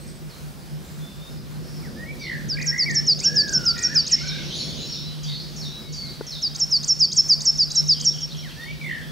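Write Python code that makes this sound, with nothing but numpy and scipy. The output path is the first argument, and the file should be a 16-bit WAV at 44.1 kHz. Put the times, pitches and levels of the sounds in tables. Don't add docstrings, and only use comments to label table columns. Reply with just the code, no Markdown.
import sys
import numpy as np
from scipy import signal
from scipy.io import wavfile
from scipy.ndimage import uniform_filter1d

SR = 44100
rng = np.random.default_rng(int(sys.argv[2]) if len(sys.argv) > 2 else 0)


def field_ratio(decibels):
    return 10 ** (np.asarray(decibels, dtype=float) / 20)


def to_wav(s):
    ch = np.atleast_2d(s).T
    pcm = np.round(np.clip(ch, -1, 1) * 32767)
    wavfile.write(sys.argv[1], SR, pcm.astype(np.int16))


N = 401751


def unit_rms(x):
    return x / np.sqrt(np.mean(x ** 2) + 1e-20)


def read_spectrum(points, hz):
    f, value = np.transpose(points)
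    return np.interp(np.log(hz + 1), np.log(f + 1), value)


def fader(rows):
    db = np.interp(np.arange(N) / SR, *np.transpose(rows))
    return field_ratio(uniform_filter1d(db, size=2000))


def add(mix, start_s, sound):
    part = mix[round(start_s * SR):][:len(sound)]
    part += sound[:len(part)]


def drift(count, size):
    smooth = uniform_filter1d(rng.standard_normal(count), size)
    return unit_rms(uniform_filter1d(smooth, size))


# pitch_hz, likeness (0 to 1)
LIKENESS = [(130, 0.99), (290, 0.87), (640, 0.18), (1400, 0.069), (3100, 0.59), (6800, 0.7), (15000, 0.31)]


def noise(spectrum, patchy_db):
    frames = N // 256 + 5
    hz = np.arange(0, spectrum[-1][0], SR / 1024)
    a, b, c, d, patches = rng.standard_normal((frames, len(hz), 5)).T
    patches = uniform_filter1d(patches, size=12, axis=0)
    patches = unit_rms(uniform_filter1d(patches, size=20, axis=1))
    same = np.clip(read_spectrum(LIKENESS, hz), -1, 1)[:, None]
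    left = a + 1j * b
    right = same * left + np.sqrt(1 - same ** 2) * (c + 1j * d)
    z = np.array([left, right]) * field_ratio(read_spectrum(spectrum, hz)[:, None] + patchy_db * patches)
    z = np.pad(z, ((0, 0), (0, 513 - len(hz)), (0, 0)))
    return unit_rms(signal.istft(z, nperseg=1024, noverlap=768)[1][:, :N])


def fuzzy_line(hz, width_hz):
    r = np.exp(-np.pi * width_hz / SR)
    source = rng.standard_normal((N, 2)) @ [1, 1j]
    wander = signal.lfilter([1], np.convolve([1, -r], [1, -r]), source)
    wander /= np.sqrt(np.mean(abs(wander) ** 2))
    return wander * np.exp(2j * np.pi * hz * np.arange(N) / SR)


def tail(x, t60_s, start_s, alike):
    size = round(min(t60_s, 1) * SR)
    at = np.arange(round(start_s * SR), size - 20, 20)
    at = at + rng.integers(0, 20, (2, len(at)))
    taps = np.zeros((2, size))
    np.put_along_axis(taps, at, rng.choice([-1., 1.], at.shape), 1)
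    taps *= field_ratio(-60 * np.arange(size) / SR / t60_s)
    taps[1] = alike * taps[0] + np.sqrt(1 - min(alike, 1) ** 2) * taps[1]
    return signal.oaconvolve(x[None], taps / np.linalg.norm(taps[0]), axes=1)[:, :N]


def tone(hz, db):
    count = np.arange(len(hz))
    edge = np.minimum(np.minimum(count, count[::-1]) / 130, 1)
    return np.sqrt(2) * field_ratio(db) * edge * np.sin(2 * np.pi * np.cumsum(hz) / SR)


def played(notes, gesture, depth_hz, s0=0, factor=1, db0=0):
    laid = []
    for s, length, first_hz, second_hz, db in notes:
        rows = [(s0 + s + u * length, factor * (first_hz + v * (second_hz - first_hz)), db0 + db + d)
                for u, v, d in gesture]
        laid.append((depth_hz, rows))
    return laid


def whistles(tables, warble_hz, regular, throb_db, unsteady=0.204, grow_s=0.0398):
    out = np.zeros(N)
    for depth_hz, rows in tables:
        s, *columns = np.transpose(rows)
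        t = np.arange(s[0], s[-1], 1 / SR)
        hz, db = (np.interp(t, s, c) for c in columns)
        beat = np.cumsum(warble_hz * (1 + unsteady * drift(len(t), size=900))) / SR
        grown = np.minimum((t - s[0]) / grow_s, 1)
        shake = grown * (regular * np.sin(2 * np.pi * beat) + (1 - regular) * drift(len(t), size=70))
        turns = 2 if throb_db < 0 else 1
        throb = throb_db * grown * min(depth_hz / 80, 1) * np.cos(2 * np.pi * beat * turns)
        hz = uniform_filter1d(hz, size=150) + depth_hz * shake
        add(out, s[0], tone(hz, db + throb + 1.6 * drift(len(t), size=200)))
    return out


# time_s, level_db
HUM_SWELL = [(0, -40), (1.8, -40.5), (2.5, -36), (4, -38), (5.2, -38.5), (6.5, -41.5), (8, -40.5),
             (9.11, -38.5)]
# pitch_hz, level_db, width_hz
WHINES = [
    (15623, -72, 2),
    (5100, -67, 12),
    (2400, -68, 15),
]
# time_s, level_db
TRAFFIC_SWELL = [(0, -45.5), (.5, -47.5), (1.3, -46), (2.3, -40.5), (2.8, -43.5), (3.6, -38), (4.1, -44.5),
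                 (4.7, -38.5), (5.2, -48), (5.7, -44.5), (6.5, -50), (7.5, -47), (8.3, -48), (9.11, -45.5)]
# pitch_hz, level_db
ROAR_COLOUR = [(90, -46), (120, -1.5), (220, 1.5), (300, -12), (350, -3.5), (420, -15), (465, -8.5),
               (600, -13), (900, -26.5), (1500, -64)]
# pitch_hz, level_db
RUMBLE_COLOUR = [(15, -41), (28, -22), (42, 1.5), (60, 6), (85, -22), (110, -13.5), (200, -32)]
# pitch_hz, level_db
HISS_COLOUR = [(150, -48), (300, -3.5), (700, -3.5), (1500, -4.5), (3000, -11.5), (5500, -12), (8000, -14),
               (15800, -17)]
# time_s, level_db
CHATTER_SWELL = [(0, -56), (1.2, -55.5), (1.8, -53), (2.25, -50), (2.6, -51), (3.5, -47), (4.1, -40),
                 (4.6, -34.5), (5.1, -43.5), (5.7, -50.5), (6.3, -49), (7.5, -52.5), (8.3, -47), (8.5, -47),
                 (8.75, -49), (9.11, -51)]
# pitch_hz, level_db
CHATTER_COLOUR = [(1800, -12), (2500, -4), (3300, 0), (4500, 3), (6000, -4), (7200, -21.5), (8500, -32)]


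def background():
    steady_hum = np.exp(2j * np.pi * 149.8 * np.arange(N) / SR)
    hum = .75 * steady_hum + .95 * fuzzy_line(150.5, 15)
    hum = fader(HUM_SWELL) * field_ratio(6) * np.real([hum, hum * np.exp(2.1j)])
    whines = sum(field_ratio(db) * fuzzy_line(hz, width_hz).real for hz, db, width_hz in WHINES)
    traffic = fader(TRAFFIC_SWELL)
    roar = traffic * field_ratio(2.5) * noise(ROAR_COLOUR, 1.6)
    rumble_swell = (traffic / field_ratio(-48.5)) ** 0.27
    rumble = field_ratio(-48) * rumble_swell * noise(RUMBLE_COLOUR, 0.65)
    flicker = field_ratio(1.1 * drift(N, size=3500))
    hiss = field_ratio(-48.5) * flicker * noise(HISS_COLOUR, .8)
    chatter = fader(CHATTER_SWELL) * noise(CHATTER_COLOUR, 2.4)
    return hum + whines + roar + rumble + hiss + chatter


# pitch_hz, level_db, t60_s
KNOCK_MODES = [
    (426, -15.5, 0.02),
    (880, -30, 0.03),
    (1440, -30, 0.021),
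]


def knock():
    out, t = np.zeros(N), np.arange(3000) / SR
    attack = np.minimum(t / 0.00091, 1)
    for hz, db, t60_s in KNOCK_MODES:
        add(out, 6.2095, field_ratio(db - 60 * t / t60_s) * attack * np.sin(2 * np.pi * hz * t))
    return out * field_ratio([[1.5], [-1.5]])


# length_share, share of the way from first to second pitch, level_db
SLIDE = [(0, 0, -7), (.5, .5, 0), (1, 1, -5)]
SETTLE = [(0, 0, -5), (.07, .6, 2), (.15, .92, 0), (.4, .98, -1), (1, 1, -3)]
DIP = [(0, 0, 1), (.1, .65, 1), (.33, 1, -7), (.5, .8, -11), (1, .75, -17)]
FADE = [(0, 0.014, 1), (.3, 0.72, -0.5), (1, 1, -28)]
# start_s, length_s, first_pitch_hz, second_pitch_hz, level_db
FAR_SETTLES = [(5.23, 0.071, 8300, 4500, -36), (5.56, .055, 7900, 5350, -36.5),
               (5.922, 0.12, 7800, 4490, -34.5), (6.265, .05, 7100, 5300, -33.5)]
FAR_DIPS = [(4.27, 0.15, 4800, 3550, -35.5), (4.92, 0.15, 5300, 3530, -34),
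            (5.605, 0.21, 5300, 3550, -37.5), (6.305, 0.19, 5300, 3500, -35.5), (.29, .13, 5700, 3820, -49)]
# start_s, length_s, first_pitch_hz, second_pitch_hz, level_db
FAR_SLIDES = [(1.0, 0.1, 3476, 3590, -47.5), (1.155, 0.12, 3520, 3720, -47.5), (1.3, .11, 5220, 4870, -52),
              (5.8, .12, 2200, 2200, -57), (5.96, .15, 2180, 2124, -55), (6.49, 0.057, 3230, 3250, -50),
              (7.05, .07, 3190, 3250, -47.5), (7.15, 0.044, 3210, 3510, -51), (7.68, 0.12, 3990, 3920, -38),
              (8.6, 0.047, 4460, 4390, -41), (8.6, 0.041, 3600, 3640, -43.5), (8.81, 0.13, 3480, 3550, -48),
              (9.01, 0.0217, 3680, 3020, -39), (9.075, 0.061, 3230, 3690, -44),
              (8.94, 0.04, 5260, 5250, -50), (3.55, .13, 3000, 2830, -52), (6.2, .04, 2090, 1950, -51),
              (8.368, 0.025, 5900, 5520, -41), (8.525, .03, 5900, 5560, -52), (.857, .03, 7750, 7150, -53),
              (4.56, .13, 5420, 5380, -40), (4.77, .11, 4020, 3980, -40), (4.81, .06, 5400, 5400, -43),
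               (4.57, .14, 10800, 10750, -58), (5.04, .1, 4000, 4000, -45), (5.695, .09, 3900, 3900, -40),
               (5.86, .07, 4450, 4480, -46), (5.6, .12, 5650, 5650, -46), (5.77, .08, 5000, 5050, -48),
               (6.21, .13, 3450, 3400, -54), (6.22, .1, 3180, 3150, -54), (7.855, .04, 3880, 3900, -44),
               (8.388, .03, 3850, 3900, -44), (4.65, .05, 6600, 6550, -44), (4.22, .05, 5400, 5400, -36),
               (5.47, .08, 7250, 5600, -55), (4.92, .07, 5350, 5400, -41), (4.53, .04, 3900, 4050, -42),
               (.058, .052, 6900, 3750, -50), (.83, .1, 5050, 4950, -56), (1.19, .07, 5100, 5080, -55),
               (.835, .022, 7000, 7700, -57), (5.27, .07, 2250, 1900, -51), (8.69, .025, 5750, 5700, -52)]
FAR_RASPS = [(1.62, 0.25, 5300, 5110, -51), (4.5, 0.06, 3000, 4195, -32.5), (4.74, 0.13, 3120, 4700, -42.5),
             (5.23, 0.2, 3150, 5000, -36.5), (8.46, 0.07, 3800, 2600, -46.5),
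             (8.86, 0.103, 2700, 3300, -46), (8.64, .1, 3300, 2700, -49), (2.2, 0.098, 3800, 3120, -46.5),
             (5.56, .14, 3290, 3400, -69), (4.09, 0.0192, 3300, 2450, -34.5), (4.5, 0.068, 5730, 6300, -42),
             (4.74, 0.054, 5800, 6500, -46), (8.27, 0.06, 4900, 3700, -43.5)]
FAR_FADES = [(0.002, .03, 8250, 8050, -45), (0.065, .045, 8000, 8250, -47), (0.145, .04, 8000, 8150, -51),
             (2.192, .15, 4900, 4050, -42), (2.19, .12, 6200, 5000, -47), (4.522, .2, 10100, 10100, -55),
             (4.558, .08, 6950, 6600, -38), (4.565, .15, 4500, 4250, -33), (4.802, .07, 6900, 6600, -41),
             (4.887, .14, 5620, 5460, -34), (6.04, .1, 4400, 3900, -41)]


def far_birds():
    hoarse_hz = 380
    calls = played(FAR_SETTLES, SETTLE, 60) + played(FAR_DIPS, DIP, 110)
    calls += played(FAR_SLIDES, SLIDE, 25)
    calls += played(FAR_RASPS, SLIDE, hoarse_hz) + played(FAR_FADES, FADE, hoarse_hz * 0.53)
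    return whistles(calls, 68.56, 0.286, 7.6)


# length_share, share of the way from first to second pitch, level_db
SWELL = [(0, 0, -14), (.4, 0.61, -6.5), (1, 1, 1.5)]
SINK = [(0, 0.024, -2), (0.252, .4, 0.5), (0.448, .68, 5), (.7, .85, -9.5), (1, 0.92, -16.5)]
DROP = [(0, 0.16, 5), (.08, 0.03, -2), (.22, .75, 2.5), (.45, .95, -8.5), (1, 1, -26)]
HUMP = [(0, 0.041, 0.5), (.35, .8, -0.5), (.6, 1, 1), (1, .3, -5.5)]
# start_s, pitch_factor, level_db
FIGURES = [
    (1.82, 1.0, -2.5),
    (8.422, 1.0, -0.5),
]
# start_s, length_s, first_pitch_hz, second_pitch_hz, level_db
FIGURE_DROP = [(0.002, .07, 2440, 1400, -42.5)]
FIGURE_STEPS = [
    (.14, 0.087, 1690, 1922, -33),
    (.235, 0.0605, 2116, 2316, -32),
]
FIGURE_WARBLE = [(.39, .26, 2358, 1620, -32.5)]
THRUSH_SWELLS = [(2.51, 0.058, 1400, 1680, -38.5), (3.22, 0.057, 1294, 1660, -40),
                 (3.885, .05, 1516, 1816, -30)]
THRUSH_SLIDES = [(3.205, 0.064, 2000, 3400, -37.5), (3.93, 0.051, 1800, 1280, -36.5),
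                 (3.945, 0.029, 2550, 2240, -40), (2.66, 0.11, 1600, 1660, -39.5)]
THRUSH_SINKS = [(2.86, 0.18, 2337, 1734, -26.5)]
# time_s, pitch_hz, level_db
THRUSH_HELD = [(3.28, 1658, -36), (3.429, 1720, -35.5), (3.55, 1517, -36), (3.699, 1368, -38.5),
               (3.74, 1427, -44.5), (3.89, 1477, -39)]
THRUSH_BURST = [(2.567, 0.093, 2131, 2154, -33)]
THRUSH_WARBLE = [(2.713, .135, 1830, 2070, -30.5)]
THRUSH_RATTLE = [
    (3.7575, 0.12, 1858, 1884, -40.5),
    (3.7575, .15, 2384, 2440, -46.5),
]
THRUSH_BUZZES = [
    (4.11, .055, 1810, 1831, -41.5),
    (4.16, .3, 2020, 2360, -43.5),
]
THRUSH_GURGLE = [(4.21, .24, 1437, 1596, -44.5)]


def thrush_song():
    song = [(40, THRUSH_HELD)] + played(THRUSH_SWELLS, SWELL, 0)
    song += played(THRUSH_SLIDES, SLIDE, 0) + played(THRUSH_SINKS, DROP, 0)
    for figure in FIGURES:
        song += played(FIGURE_DROP, SLIDE, 0, *figure) + played(FIGURE_STEPS, SWELL, 0, *figure)
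        song += played(FIGURE_WARBLE, SINK, 135, *figure)
    out = whistles(song, 58, .72, 5)
    # notes, depth_hz, rate_hz, regularity, throb_db
    shaken = [(THRUSH_BURST, 330, 35, .75, -6),
              (THRUSH_WARBLE, 95, 58, .8, 6),
              (THRUSH_RATTLE, 70, 80, .6, 9),
              (THRUSH_BUZZES, 140, 44, .5, 5),
              (THRUSH_GURGLE, 100, -33, .65, 6)]
    for notes, depth_hz, rate_hz, regular, throb_db in shaken:
        out += whistles(played(notes, HUMP, depth_hz), rate_hz, regular, throb_db, .06, .006)
    return out


# start_s, length_s, first_pitch_hz, second_pitch_hz, level_db
PICKUP = (-.044, .032, 3380, 4150, -41)
# start_s, end_s, chip_spacing_s, level_db
TRILLS = [
    (7.949, 8.046, 0.0095, -41),
    (8.142, 8.245, 0.011, -41.5),
    (8.35, 8.45, 0.011, -41.5),
]


def trills():
    out, u = np.zeros(N), np.linspace(0, 1, 440)
    for start, end, gap, db in TRILLS:
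        out += whistles(played([PICKUP], SLIDE, 0, start), 1, 0, 0)
        for s in np.arange(start - 2 * gap, end, gap):
            late, high, strong = rng.standard_normal(3)
            early = max(start - s, 0) / gap
            hz = 3600 + 260 * early - 700 * (s - start) + 40 * high - 760 * u
            chip = np.hanning(440) * tone(hz, db + 3 - 4 * early + 1.8 * strong)
            add(out, s - .005 + .0005 * late, chip)
    return out + field_ratio(-12) * tail(out, .4, .003, .8)


# delay_s, spread_s, level_db
WALLS = [
    (.007, .003, -23),
    (.03, .006, -17),
    (.157, .008, -15),
    (.315, .012, -28),
]


def garden(x):
    taps = np.zeros(SR // 2)
    for delay_s, spread_s, db in WALLS:
        burst = rng.standard_normal(1500) * np.exp(-np.arange(1500) / SR / spread_s)
        add(taps, delay_s, field_ratio(db - 7) * burst / np.linalg.norm(burst))
        taps[round(delay_s * SR)] += field_ratio(db)
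    favoured = signal.butter(2, [5050, 7000], "band", fs=SR, output="sos")
    echoes = signal.sosfilt(favoured, signal.oaconvolve(x, taps)[:N])
    near = field_ratio(-17) * tail(x, .16, .004, .9)
    diffuse = field_ratio(-16) * tail(x, 0.85, 0.036, 0.94)
    return (x + echoes) * field_ratio([[-.4], [.4]]) + near + diffuse


# start_s at the knee, length_s after the knee, final_pitch_hz, level_db
FALLS = [(2.491, 0.057, 4530, -26.5), (2.785, 0.061, 4460, -20.5), (3.073, 0.063, 4464, -16.5),
         (3.36, 0.062, 4456, -17), (3.657, 0.062, 4495, -18.5), (3.952, 0.057, 4520, -17),
         (6.424, 0.057, 4505, -23.5), (6.716, 0.06, 4465, -18), (7.002, 0.054, 4495, -15.5),
         (7.292, 0.052, 4480, -14.5), (7.583, 0.06, 4470, -18), (7.885, 0.053, 4500, -16)]
ARCHES = [(2.673, 0.04, 5390, -18.5), (2.958, 0.042, 5315, -16), (3.249, 0.04, 5390, -13.5),
          (3.54, 0.041, 5340, -15), (3.838, 0.036, 5460, -15), (4.125, 0.029, 5340, -11.5),
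          (6.608, 0.037, 5330, -15.5), (6.891, 0.041, 5344, -12.5), (7.177, 0.0328, 5320, -10.5),
          (7.464, 0.041, 5320, -12), (7.764, 0.045, 5350, -13), (8.059, 0.04, 5440, -13)]
# time_s from the knee, pitch_factor on the final pitch, level_db
FALL_SHAPE = [(-.012, 1.9, -45), (-.007, 1.55, -20.5), (0, 1.313, -9.5), (.008, 1.19, 1.5), (.025, 1.08, 3),
              (.042, 1.01, 0), (.051, 1., -2.5), (0.054, 0.99, -26)]
CLIMB_SHAPE = [(-.064, .62, -39), (-.055, .73, -22), (-.047, .98, -12), (-.043, 1.25, -14.5),
               (-.038, 1.54, -38), (-.029, 1.63, -38.5)]
ARCH_SHAPE = [(-.018, 1.52, -34), (-.01, 1.36, -14), (0, 1.096, -5.5), (.008, 1.035, -3.5),
              (0.015, 1.01, -0.5), (.04, 1.003, -4), (.043, 1.1, -6)]
LEAD_SHAPE = [(-.062, 1.1, -25), (-.057, 1.22, -17), (-.051, 1.36, -33), (-.045, 1.62, -31)]


def singer():
    out = np.zeros(N)
    voices = [(FALLS, FALL_SHAPE), (ARCHES, CLIMB_SHAPE + ARCH_SHAPE), (ARCHES, LEAD_SHAPE)]
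    for notes, shape in voices:
        u, factor, shape_db = np.transpose(shape)
        for s, length, end_hz, db in notes:
            at = np.where(u > 0, u * length / u[-2], u)
            t = np.arange(at[0], at[-1], 1 / SR)
            bend = uniform_filter1d(np.interp(t, at, factor), size=120)
            hz = end_hz * bend + 25 * drift(len(t), size=60)
            note_db = db + np.interp(t, at, shape_db) + 1.1 * drift(len(t), size=50)
            add(out, s + at[0], tone(hz, note_db))
    return out


def scene():
    thrush = thrush_song()
    thrush = thrush * field_ratio([[-4.5], [-1.5]]) + field_ratio(-4.5) * tail(thrush, .45, .003, .0)
    far = far_birds()
    far_near = tail(far, .25, .002, .9) * field_ratio(-2.5)
    far_late = tail(far, .8, .02, .75) * field_ratio(-4.5)
    far = far * field_ratio(-6.5) + far_near + far_late
    bed = background() * field_ratio([[-.5], [.5]])
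    return garden(singer()) + thrush + far + trills() + knock() + bed


def roll_off(x):
    return signal.sosfilt(signal.butter(12, 16250, fs=SR, output="sos"), x)


def record(dry):
    bass_cut = signal.butter(3, 46, "high", fs=SR, output="sos")
    band_limit = signal.firwin(401, 15800, window=("kaiser", 8), fs=SR)
    mix = signal.oaconvolve(signal.sosfilt(bass_cut, dry), band_limit[None], "same")
    return roll_off(mix)


dry = scene()
out = record(dry)
to_wav(out)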